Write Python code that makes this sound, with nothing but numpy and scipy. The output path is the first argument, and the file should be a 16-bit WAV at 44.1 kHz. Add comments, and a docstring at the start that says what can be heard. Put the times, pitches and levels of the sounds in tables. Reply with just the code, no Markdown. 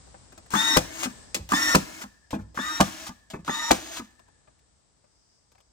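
"""A battery nailer fires four nails into a timber beam lying on a steel truck bed, in a yard by the woods.
Each shot: trigger, motor bite, whine up (gear tones and grit), driver slam, light coasting, stop with a clack.
Blows are noise contacts that crack in the air and ring beam and bed modes; magazine steel rings on.
Coloured noise makes insects, far hiss and a low rumble; two spaced microphones hear lag and echoes."""
import sys
import numpy as np
from scipy import signal
from scipy.fft import rfft, irfft, next_fast_len
from scipy.io import wavfile
from scipy.ndimage import uniform_filter1d

SR = 44100
rng = np.random.default_rng(int(sys.argv[2]) if len(sys.argv) > 2 else 0)


def wav_out(sig):
    """Save sig, one row per channel (or a flat mono array), as 16-bit PCM at SR to the path in sys.argv[1]."""
    wavfile.write(sys.argv[1], SR, np.round(np.clip(np.atleast_2d(sig).T, -1, 1) * 32767).astype(np.int16))


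def invert_db(level):
    """Linear amplitude ratio for a level in decibels (20 dB per decade), elementwise."""
    return 10 ** (np.asarray(level, dtype=float) / 20)


N = 252470
T = np.arange(N) / SR

# four moments of the cycle, one row a shot: start_s, air_db, body_db (beam and bed)
TRIGGER = [(0.5045, -27, -49.5), (1.49, -27, -46.5), (2.5447, -39.5, -51.5), (3.4472, -39, -55)]
BITES = [(0.5365, -23.5, -22.5), (1.5187, -21, -21.5), (2.5735, -41, -29.5), (3.478, -36.5, -28.5)]
SHOTS = [(0.766, -9, -19.5), (1.748, -10, -17.5), (2.8035, -12, -17), (3.709, -11.5, -18)]
STOPS = [(1.0319, -19, -32.5), (2.0122, -30.5, -43.5), (3.0668, -30.5, -41.5), (3.9701, -29.5, -39)]
# tool positions: start_s
PLACES = [0, 1.25, 2.2, 3.2, 4.15]


def curve(table, t=T):
    """Columns of a (s, value, ..) table, interpolated at every sample."""
    s, *columns = np.transpose(table)
    return [np.interp(t, s, c) for c in columns]


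def gate(t0, t1, fade_s=0.007, t=T):
    """1 between t0 and t1, with linear ramps."""
    return np.clip(np.minimum(t - t0, t1 - t) / fade_s + .5, 0, 1)


def colour(x, points):
    """Filter by (Hz, dB) points, interpolated over log frequency."""
    hz, db = np.transpose(points)
    size = next_fast_len(x.shape[-1])
    f = np.arange(size // 2 + 1) * SR / size + 1
    gain = invert_db(np.interp(np.log(f), np.log(hz + 1), db))
    return irfft(rfft(x, size) * gain, size)[..., :x.shape[-1]]


def unit(x, band_hz=None):
    """Scale to rms 1, over all or in a band."""
    part = x
    if band_hz is not None:
        part = signal.sosfilt(signal.butter(4, band_hz, "band", fs=SR, output="sos"), x)
    return x / np.sqrt(np.mean(part ** 2))


def walk(rate_hz, size=N):
    """Random levels held 1 / rate_hz and slewed twice; spread near 1."""
    k = int(SR / rate_hz)
    held = np.repeat(rng.standard_normal(size // k + 1), k)
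    return 1.3 * uniform_filter1d(uniform_filter1d(held, k), k)[:size]


def ring(modes, seconds):
    """Complex decaying response of each (Hz, dB, t60 s) mode, one a row."""
    hz, db, t60_s = (c[:, None] for c in np.transpose(modes))
    t = np.arange(int(seconds * SR)) / SR
    return invert_db(db) * np.exp((2j * np.pi * hz - np.log(1000) / t60_s) * t)


def add(out, x, s):
    """Mix x into out from time s."""
    i = int(s * SR)
    out[i:i + len(x)] += x[:len(out) - i]


def follow(x, attack, release):
    """Level follower: a quick average, then a slow fall."""
    quick = signal.lfilter([attack], [1, attack - 1], x)
    return np.maximum(quick, signal.lfilter([release], [1, release - 1], quick))


def yard():
    """Insects and far hiss, unrelated at the microphones and louder on the left; the rumble is nearly shared."""
    # far hiss with an insect choir near 8 kHz: freq_hz, density_db
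    hiss_colour = [(80, -10.5), (125, 0), (200, -7), (400, -10.5), (800, -12), (1300, -16), (2000, -19.5),
                   (2600, -22.5), (4000, -19), (6300, -19.5), (7500, -16), (8050, -9.5), (8600, -19),
                   (9800, -31.5), (10600, -40.5), (11300, -93)]
    # start_s, level_db
    hiss_level = [(0, -58), (.5, -61.5), (1.2, -54.5), (1.45, -62), (2.2, -70), (3.2, -71), (4.2, -71),
                  (4.9, -72.5), (5.72, -73)]
    # lower insects: freq_hz, density_db
    choir_colour = [(4300, -31.5), (4700, -1), (5050, 1), (5500, -3.5), (6800, -10), (7400, -33)]
    # start_s, level_db
    choir_level = [(0, -75.5), (1.3, -72.5), (2.2, -79), (4.5, -87.5), (4.8, -85.5), (5.3, -74.5),
                   (5.72, -78.5)]
    # freq_hz, density_db
    rumble_colour = [(15, -28.5), (30, -8.5), (58, 9), (90, 3.5), (140, -13), (250, -62)]
    # lifted while the truck bed shakes: start_s, level_db
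    rumble_level = [(0.0, -61), (0.4, -59.5), (0.94, -56), (1.29, -55.5), (1.67, -51.5), (2.15, -67.5),
                    (2.34, -68.5), (2.5, -59.5), (2.88, -60), (3.23, -67), (3.79, -58), (4.17, -67),
                    (4.62, -69.5), (4.8, -71.5), (5.35, -75.5), (5.72, -67)]
    hiss = unit(colour(rng.standard_normal((2, N)), hiss_colour))
    air = hiss * invert_db(curve(hiss_level)[0] + walk(2.4))
    choir = unit(colour(rng.standard_normal((2, N)), choir_colour))
    air += choir * invert_db(curve(choir_level)[0] + 2.5 * walk(14))
    rumble = unit(colour(rng.standard_normal((2, N)), rumble_colour))
    mid, side = rumble * invert_db(curve(rumble_level)[0] + 2.0 * walk(2.3))
    left_right = invert_db(np.array([[1.5], [-1.5]]))
    return np.sqrt(2) * air * left_right + mid + 0.12 * side * np.array([[1], [-1]])


def tail(t60_s, db):
    """Scattered echoes: decaying noise with unit energy, scaled."""
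    t = np.arange(int(t60_s * SR)) / SR
    x = rng.standard_normal(len(t)) * np.exp(-np.log(1000) * t / t60_s)
    return invert_db(db) * x / np.sqrt(np.sum(x ** 2))


def place_spans():
    """First and end sample of each tool position."""
    edges = (np.array(PLACES + [T[-1]]) * SR).astype(int)
    return list(zip(edges, edges[1:]))


def wash(knocks, whir):
    """Shed wall and trees return a faint wash, most of it from the knocks that the bed throws outward."""
    source = knocks + .5 * whir
    return np.array([signal.fftconvolve(source, tail(0.72, -20.5))[:N] for _ in range(2)])


def wall_echoes(tool):
    """Bed walls echo with opposite sign to left and right, in a new pattern at every place."""
    # microphone difference: freq_hz, side_minus_mid_db
    apart = [(60, -17.5), (110, -19.5), (200, -14.5), (380, -4.5), (700, 5), (1290, -0.5), (2380, -4),
             (4400, -2), (8120, 1), (15000, -0.5)]
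    # surplus of the left microphone at each place: gain
    left_share = [.3, .3, .18, .25, .3]
    walls = np.zeros(N)
    for (i0, i1), left in zip(place_spans(), left_share):
        # the tool sways in the hand, so one echo pattern keeps melting into another
        sway = 0.4 * walk(25, size=i1 - i0)
        for share in (np.cos(sway), np.sin(sway)):
            add(walls, signal.fftconvolve(share * tool[i0:i1], tail(0.028, -2.8)), i0 / SR)
        walls[i0:i1] += left * tool[i0:i1]
    return colour(walls, apart) * np.array([[1], [-1]])


def spaced_pair(tool):
    """Lows reach the right microphone later than the left; the highs arrive together."""
    # right behind left at each place: lag_samples
    lags = (8, 8, 5, 4, 4)
    low = signal.sosfiltfilt(signal.butter(1, 2400, fs=SR, output="sos"), tool)
    direct = np.array([tool - low] * 2)
    for (i0, i1), lag in zip(place_spans(), lags):
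        direct[0, i0:i1] += np.roll(low, -(lag // 2))[i0:i1]
        direct[1, i0:i1] += np.roll(low, lag - lag // 2)[i0:i1]
    return direct


def magazine():
    """Thin steel that rings on after every drive, blurred as the tool moves."""
    # freq_hz, level_db, t60_s
    steel = [(1762, 0, 1.1), (1740, 2.5, 2.8), (1770, 1.5, 1.1)]
    # shot by shot: level_db
    steel_db = (-53, -57, -60, -61)
    out, modes = np.zeros(N), ring(steel, 1.3)
    size = modes.shape[1]
    for row, db in zip(SHOTS, steel_db):
        blur = np.array([walk(250, size=size) + 1j * walk(250, size=size) for _ in modes])
        add(out, invert_db(db) * (modes * blur).imag.sum(axis=0) * np.linspace(1, 0, size), row[0])
    return out


def recoil():
    """The drive shoves beam and bed down and they spring back: a damped swing with 9 ms half periods."""
    out, t = np.zeros(N), T[:int(.12 * SR)] / .009
    for row in SHOTS:
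        add(out, np.sin(np.pi * t) * np.exp(-.7 * t), row[0])
    return invert_db(-21) * out


def tone(turns, db, waver_db=3.0, blur_rad=0.77):
    """A gear tone near the given rms level; teeth are uneven, so level and phase waver."""
    phase = 2 * np.pi * (turns + rng.random()) + blur_rad * walk(120, size=len(turns))
    return np.sqrt(2) * invert_db(db + waver_db * walk(60, size=len(turns))) * np.sin(phase)


def clatter(turns):
    """Tooth faults come round every second turn of the train, so this noise repeats and breaks into fine lines."""
    faults = rng.standard_normal(512)
    cycle = np.interp(turns / 2 % 1, np.arange(512) / 512, faults, period=1)
    return cycle * invert_db(2.0 * walk(90, size=len(turns)))


def lift_tones(shot, run):
    """Train turns and mesh and shaft tones under load; the speed climbs quickly from the bite and levels off."""
    # multiples of the gear train rate
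    mesh = (13, 14, 27, 40, 50)
    # row a shot, column a mesh multiple: level_db early in the lift, then at its end
    mesh_early = [(-38.5, -33, -27, -47, -33.5), (-36.5, -30, -33.5, -38.5, -42.5),
                  (-41.5, -41, -41, -56.5, -54.5), (-41.5, -45, -38, -50.5, -46)]
    mesh_late = [(-35, -32, -23.5, -31.5, -57), (-26.5, -32.5, -35, -24.5, -60.5),
                 (-43.5, -49, -40.5, -46.5, -52.5), (-42.5, -46.5, -45, -39.5, -43.5)]
    # weaker shaft and gear tones: multiples of the gear train rate
    orders_weak = (2.22, 4.44, 6.63, 8, 8.8, 10, 11.1, 26.05, 30, 47.9, 53.9)
    # row a weak order, column a shot: level_db
    weak_db = [(-44, -46.5, -60, -59), (-57.5, -58, -67.5, -61.5), (-38, -48, -53.5, -43.5),
               (-47.5, -47, -55, -53), (-49, -54, -46, -46.5), (-42, -43.5, -53.5, -54),
               (-40.5, -56.5, -53, -56), (-40, -44.5, -55, -49), (-52, -65, -69.5, -70.5),
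               (-43, -49, -62.5, -64.5), (-51.5, -59.5, -57, -58)]
    # gear train rate at full speed, shot by shot: rate_hz
    full_hz = (138.5, 140.0, 140.8, 140.6)
    turns = np.cumsum(full_hz[shot] - 21 * np.exp(-run / .037)) / SR
    late = np.clip((run - .04) / .14, 0, 1)
    tones = sum(tone(k * turns, a + (b - a) * late)
                for k, a, b in zip(mesh, mesh_early[shot], mesh_late[shot]))
    tones += sum(tone(k * turns, row[shot], waver_db=4.5) for k, row in zip(orders_weak, weak_db))
    return turns, tones


def coast_tones(shot, run):
    """Whine turns and tones free of load: the motor speeds up and levels off."""
    # one row a shot: end_hz, whine_db, third_db (whine / 3), shaft_db
    coast = [(6630, -46.5, -54, -53.5), (6530, -65, -57, -56), (6520, -65, -63, -53.5),
             (6620, -57.5, -69, -54.5)]
    # growth of the whine towards the stop, shot by shot: swell_db
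    coast_swell_db = (14, 0, 0, 0)
    hz, high_db, third_db, shaft_db = coast[shot]
    turns = np.cumsum(hz + (6130 - hz) * np.exp(-run / 0.044)) / SR
    shaft = turns * .0495
    whine = tone(turns, high_db + coast_swell_db[shot] * np.minimum(run / .14 - 1, 0))
    whine += tone(turns / 3, third_db) + tone(shaft, shaft_db)
    whine += tone(2 * shaft, shaft_db - 5, waver_db=4.5) + tone(turns * .26, shaft_db - 7, waver_db=1)
    return turns, whine


def grit_level(shot, trigger, bite, strike, stop):
    """Grit level: loaded lift, free run with rattling parts, then decay after the stop."""
    # one row a shot: load_db, free_db (at first), last_db (at the stop)
    motor_db = [(-43.5, -65.5, -47), (-42.5, -60, -56.5), (-53, -58, -55.5), (-52.5, -62, -52.5)]
    load_db, free_db, last_db = motor_db[shot]
    rise_db = np.interp(T, [trigger, bite, bite + 0.036], [-13.5, -5, 0])
    level = invert_db(load_db + rise_db) * gate(trigger + .006, strike)
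    free = invert_db(np.interp(T, [strike + .1, stop], [free_db, last_db]))
    rattle = invert_db(-49 - 177.5 * np.clip(T - strike - .035, 0, 1))  # 177.5 dB/s
    level += np.hypot(free, rattle) * gate(strike + .029, stop + .03)
    brake = invert_db(last_db - 13 - 130 * np.clip(T - stop - .03, 0, 1))  # 130 dB/s
    return level + brake * gate(stop + .03, stop + .3)


def motor():
    """Mesh and shaft tones locked to the gear train, over gritty coloured noise."""
    # coloured noise for the gear grit as heard, with gaps in the treble: freq_hz, density_db
    whir_colour = [(88, -40.5), (150, -22), (317, -2), (417, -27.5), (630, -12), (1310, -8.5), (1620, -8),
                   (4600, -9.5), (6550, -8.5), (10300, -21), (12000, -23), (13000, -19.5), (13800, -40.5),
                   (15300, -16.5), (16500, -48.5)]
    out, teeth, level, run = np.zeros(N), np.zeros(N), np.zeros(N), T[:SR // 4]
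    for shot in range(len(SHOTS)):
        trigger, bite, strike, stop = (table[shot][0] for table in (TRIGGER, BITES, SHOTS, STOPS))
        turns, tones = lift_tones(shot, run)
        add(teeth, clatter(turns), bite)
        lift_gate = np.clip(run / 0.034, 0, 1) * gate(.02, strike - bite - .004, 0.0032, run)
        add(out, tones * lift_gate, bite)
        coast_s = strike + 0.1
        turns, whine = coast_tones(shot, run)
        add(teeth, clatter(turns / 45), coast_s - .06)
        add(out, whine * gate(.01, stop - coast_s, 0.02, run), coast_s)
        level += grit_level(shot, trigger, bite, strike, stop)
    grit = rng.standard_normal(N) * invert_db(0.81 * walk(640) + 1.1 * walk(70)) + 0.23 * teeth
    return out + level * unit(colour(grit, whir_colour), (7600, 9800))


def blows(table, fade_s, knock_hz, focus_db, knock_focus_db=1.5, spread_db=2.5):
    """Each blow is a short rattle of contacts: it cracks in the air, knocks the beam and thuds in the bed."""
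    # modes: freq_hz, level_db, t60_s
    beam_modes = [(510, -1, 0.063), (547, -6.5, 0.021), (604, 2, 0.05), (685, 0, 0.043), (781, -2, 0.06),
                  (900, 4.5, 0.024), (980, -5, 0.031), (1065.6, 3, 0.02), (1194, -4, 0.07), (1295, 0, .025),
                  (1520, -3, 0.03), (1662, -1.5, 0.034), (1770, -2.5, 0.026), (1815, -4.5, 0.0082),
                  (2030, -4, 0.022), (2380, -0.5, 0.015), (2567, -7.5, 0.051), (2820, -15, 0.029),
                  (3430, -11.5, 0.0095), (3620, -9, 0.0084)]
    bed_modes = [(35, -5.5, 0.099), (60, -7, 0.62), (92, -10, 0.15), (102, -12.5, 0.28), (157, -3, 0.12),
                 (196, 0.5, 0.15), (225, -8.5, 0.16), (251, 4.5, 0.065), (287, -1.5, 0.089),
                 (329, 3, 0.083), (386.6, -2, 0.068), (440, -6.5, 0.02), (485, -5, 0.017)]
    # freq_hz, density_db
    crack_colour = [(1180, -24.5), (2000, 0), (3210, 0.5), (6650, -1.5), (8850, -6.5), (10200, -17.5),
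                    (12100, -8), (13900, -27), (15800, -17), (16800, -48)]
    out, t = np.zeros(N), T[:int(.12 * SR)]
    beam, bed = ((np.transpose(modes)[0], ring(modes, 0.22)) for modes in (beam_modes, bed_modes))
    for s, crack_db, knock_db, thud_db, length_s, thud_hz in table:
        shape = np.minimum(t / 0.00079, 1) * np.exp(-np.clip(t - length_s, 0, 1) / fade_s)
        shape *= 0.8 + 0.65 * np.exp(-t / 0.0022)  # the first contact is the hardest
        uneven = invert_db(spread_db * rng.standard_normal(len(t) // 16 + 1)).repeat(16)[:len(t)]
        contacts = rng.standard_normal(len(t)) * uneven
        add(out, invert_db(crack_db) * 0.31 * shape * unit(colour(contacts, crack_colour)), s)
        push = contacts * np.exp(-t / (0.85 * length_s + 0.0021))
        for (hz, body), db, centre_hz, focus in ((beam, knock_db, knock_hz, knock_focus_db),
                                                 (bed, thud_db, thud_hz, focus_db)):
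            # every blow lands elsewhere: it favours modes near its centre, in a mix of its own
            near_db = -focus * np.log2(hz / centre_hz) ** 2 + spread_db * rng.standard_normal(len(hz))
            mix = invert_db(near_db) * rng.choice([-1, 1], len(hz))
            sound = signal.fftconvolve(push, (mix @ body).imag)
            add(out, invert_db(db) * sound / np.sqrt(uniform_filter1d(sound ** 2, size=600).max()), s)
    return out


def unfold(events, steps):
    """One blow for every contact of every event."""
    return [(s + delay, air_db + crack_db, body_db + knock_db, body_db + thud_db, length_s, hz)
            for s, air_db, body_db in events
            for delay, crack_db, knock_db, thud_db, length_s, hz in steps]


def handling():
    """Tool bumped and rattled in the hand."""
    # start_s, crack_db, knock_db, thud_db
    bumps = [(0.0707, -59.5, -60, -74), (.1414, -63, -49.5, -61), (.3217, -45.5, -54.5, -56.5),
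             (.3765, -38, -50.5, -56.5), (0.4594, -49, -60, -78.5), (4.1929, -53, -60, -68),
             (4.2806, -61.5, -64, -72), (4.4744, -71.5, -61, -71), (4.5897, -61, -90, -75),
             (4.7909, -70, -83, -81), (4.9702, -72, -78, -78), (5.04, -78, -67.5, -68.5),
             (5.5174, -53.5, -69.5, -74), (5.5494, -61, -66, -85), (5.5798, -56, -66, -85),
             (5.6033, -54.5, -66, -82)]
    return blows([(*row, .007, 245) for row in bumps], 0.0051, 1400, 5.4)


def nose_and_rocks():
    """The nose is set on the beam; the beam rocks on the bed under the hand's weight."""
    # start_s, crack_db, knock_db, thud_db, length_s
    nose = [(1.3444, -12, -36.5, -56, 0.0017), (1.352, -41.5, -41.5, -40.5, 0.021),
            (2.3063, -34.5, -49, -55, 0.016), (2.3289, -36.5, -31.5, -28, 0.022),
            (3.301, -34, -50, -59.5, .012), (3.335, -44.5, -40, -34.5, 0.021)]
    # start_s, thud_db, length_s
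    rocks = [(1.39, -37, .047), (2.3894, -35.5, .03), (3.3894, -42.5, 0.018)]
    table = [(*row, 290) for row in nose]
    table += [(s, db - 16.5, db - 18.5, db, length_s, 90.1) for s, db, length_s in rocks]
    return blows(table, 0.014, 890, 9, knock_focus_db=0)


def cycle_blows():
    """Contacts of each shot's cycle: trigger, bite, drive and stop."""
    # contacts in each moment: delay_s, crack_db, knock_db, thud_db (added to the event), length_s, thud_hz
    # switch, then relay
    trigger_steps = [(0, 0, 0, -13, 0.0024, 200), (0.02, -7, -0.5, -15.5, .003, 200)]
    # pawl meets the driver, then takes the load
    bite_steps = [(0, 1, 0, -8.5, 0.0049, 222.5), (.015, -2, -0.5, -3.5, .004, 223)]
    # brake clacks, tool settles
    stop_steps = [(0, 1, -1, -14.5, 0.014, 297), (.025, -15, -2, 1.5, 0.012, 225)]
    # latch lets go, nail is struck, driver bottoms out, tool bounces and lands once more
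    shot_steps = [(-.004, -19, -5, -16, .003, 300), (0, -0.5, 2.5, -1, .0036, 200),
                  (.0046, 4.5, -2.5, -7, .004, 330), (.012, -8, -12, -16, .0145, 200),
                  (.076, -40, -27, -26.5, .004, 292.3)]
    out = blows(unfold(TRIGGER, trigger_steps), 0.0027, 1500, 7)
    out += blows(unfold(BITES, bite_steps), 0.0037, 1300, 19, knock_focus_db=23.5)
    out += blows(unfold(STOPS, stop_steps), .009, 1300, 260, knock_focus_db=8.5)
    return out + blows(unfold(SHOTS, shot_steps), .003, 730, 5.8)


def scene():
    """Tool and blows at two microphones, with wall echoes, a faint wash and the yard."""
    knocks = magazine() + recoil() + handling() + nose_and_rocks() + cycle_blows()
    whir = motor()
    tool = whir + knocks
    return spaced_pair(tool) + wall_echoes(tool) + wash(knocks, whir) + yard()


def band_limit(x):
    """A steep low-pass at the top of the band."""
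    return signal.sosfilt(signal.butter(12, 16970, fs=SR, output="sos"), x)


def record(dry):
    """The microphones lose the deepest bass; a limiter clamps down a few ms into each shot and rounds the peaks."""
    thin = signal.sosfilt(signal.butter(1, 30, "high", fs=SR, output="sos"), dry)
    level = follow(np.abs(thin).max(axis=0), 1 / (0.0054 * SR), 1 / (.02 * SR))  # attack, release: s
    held = thin * np.minimum(1, (invert_db(-13.0) / level) ** 0.36)
    mix = np.tanh(0.86 * held) / 0.75
    return band_limit(mix)


dry = scene()
out = record(dry)
wav_out(out)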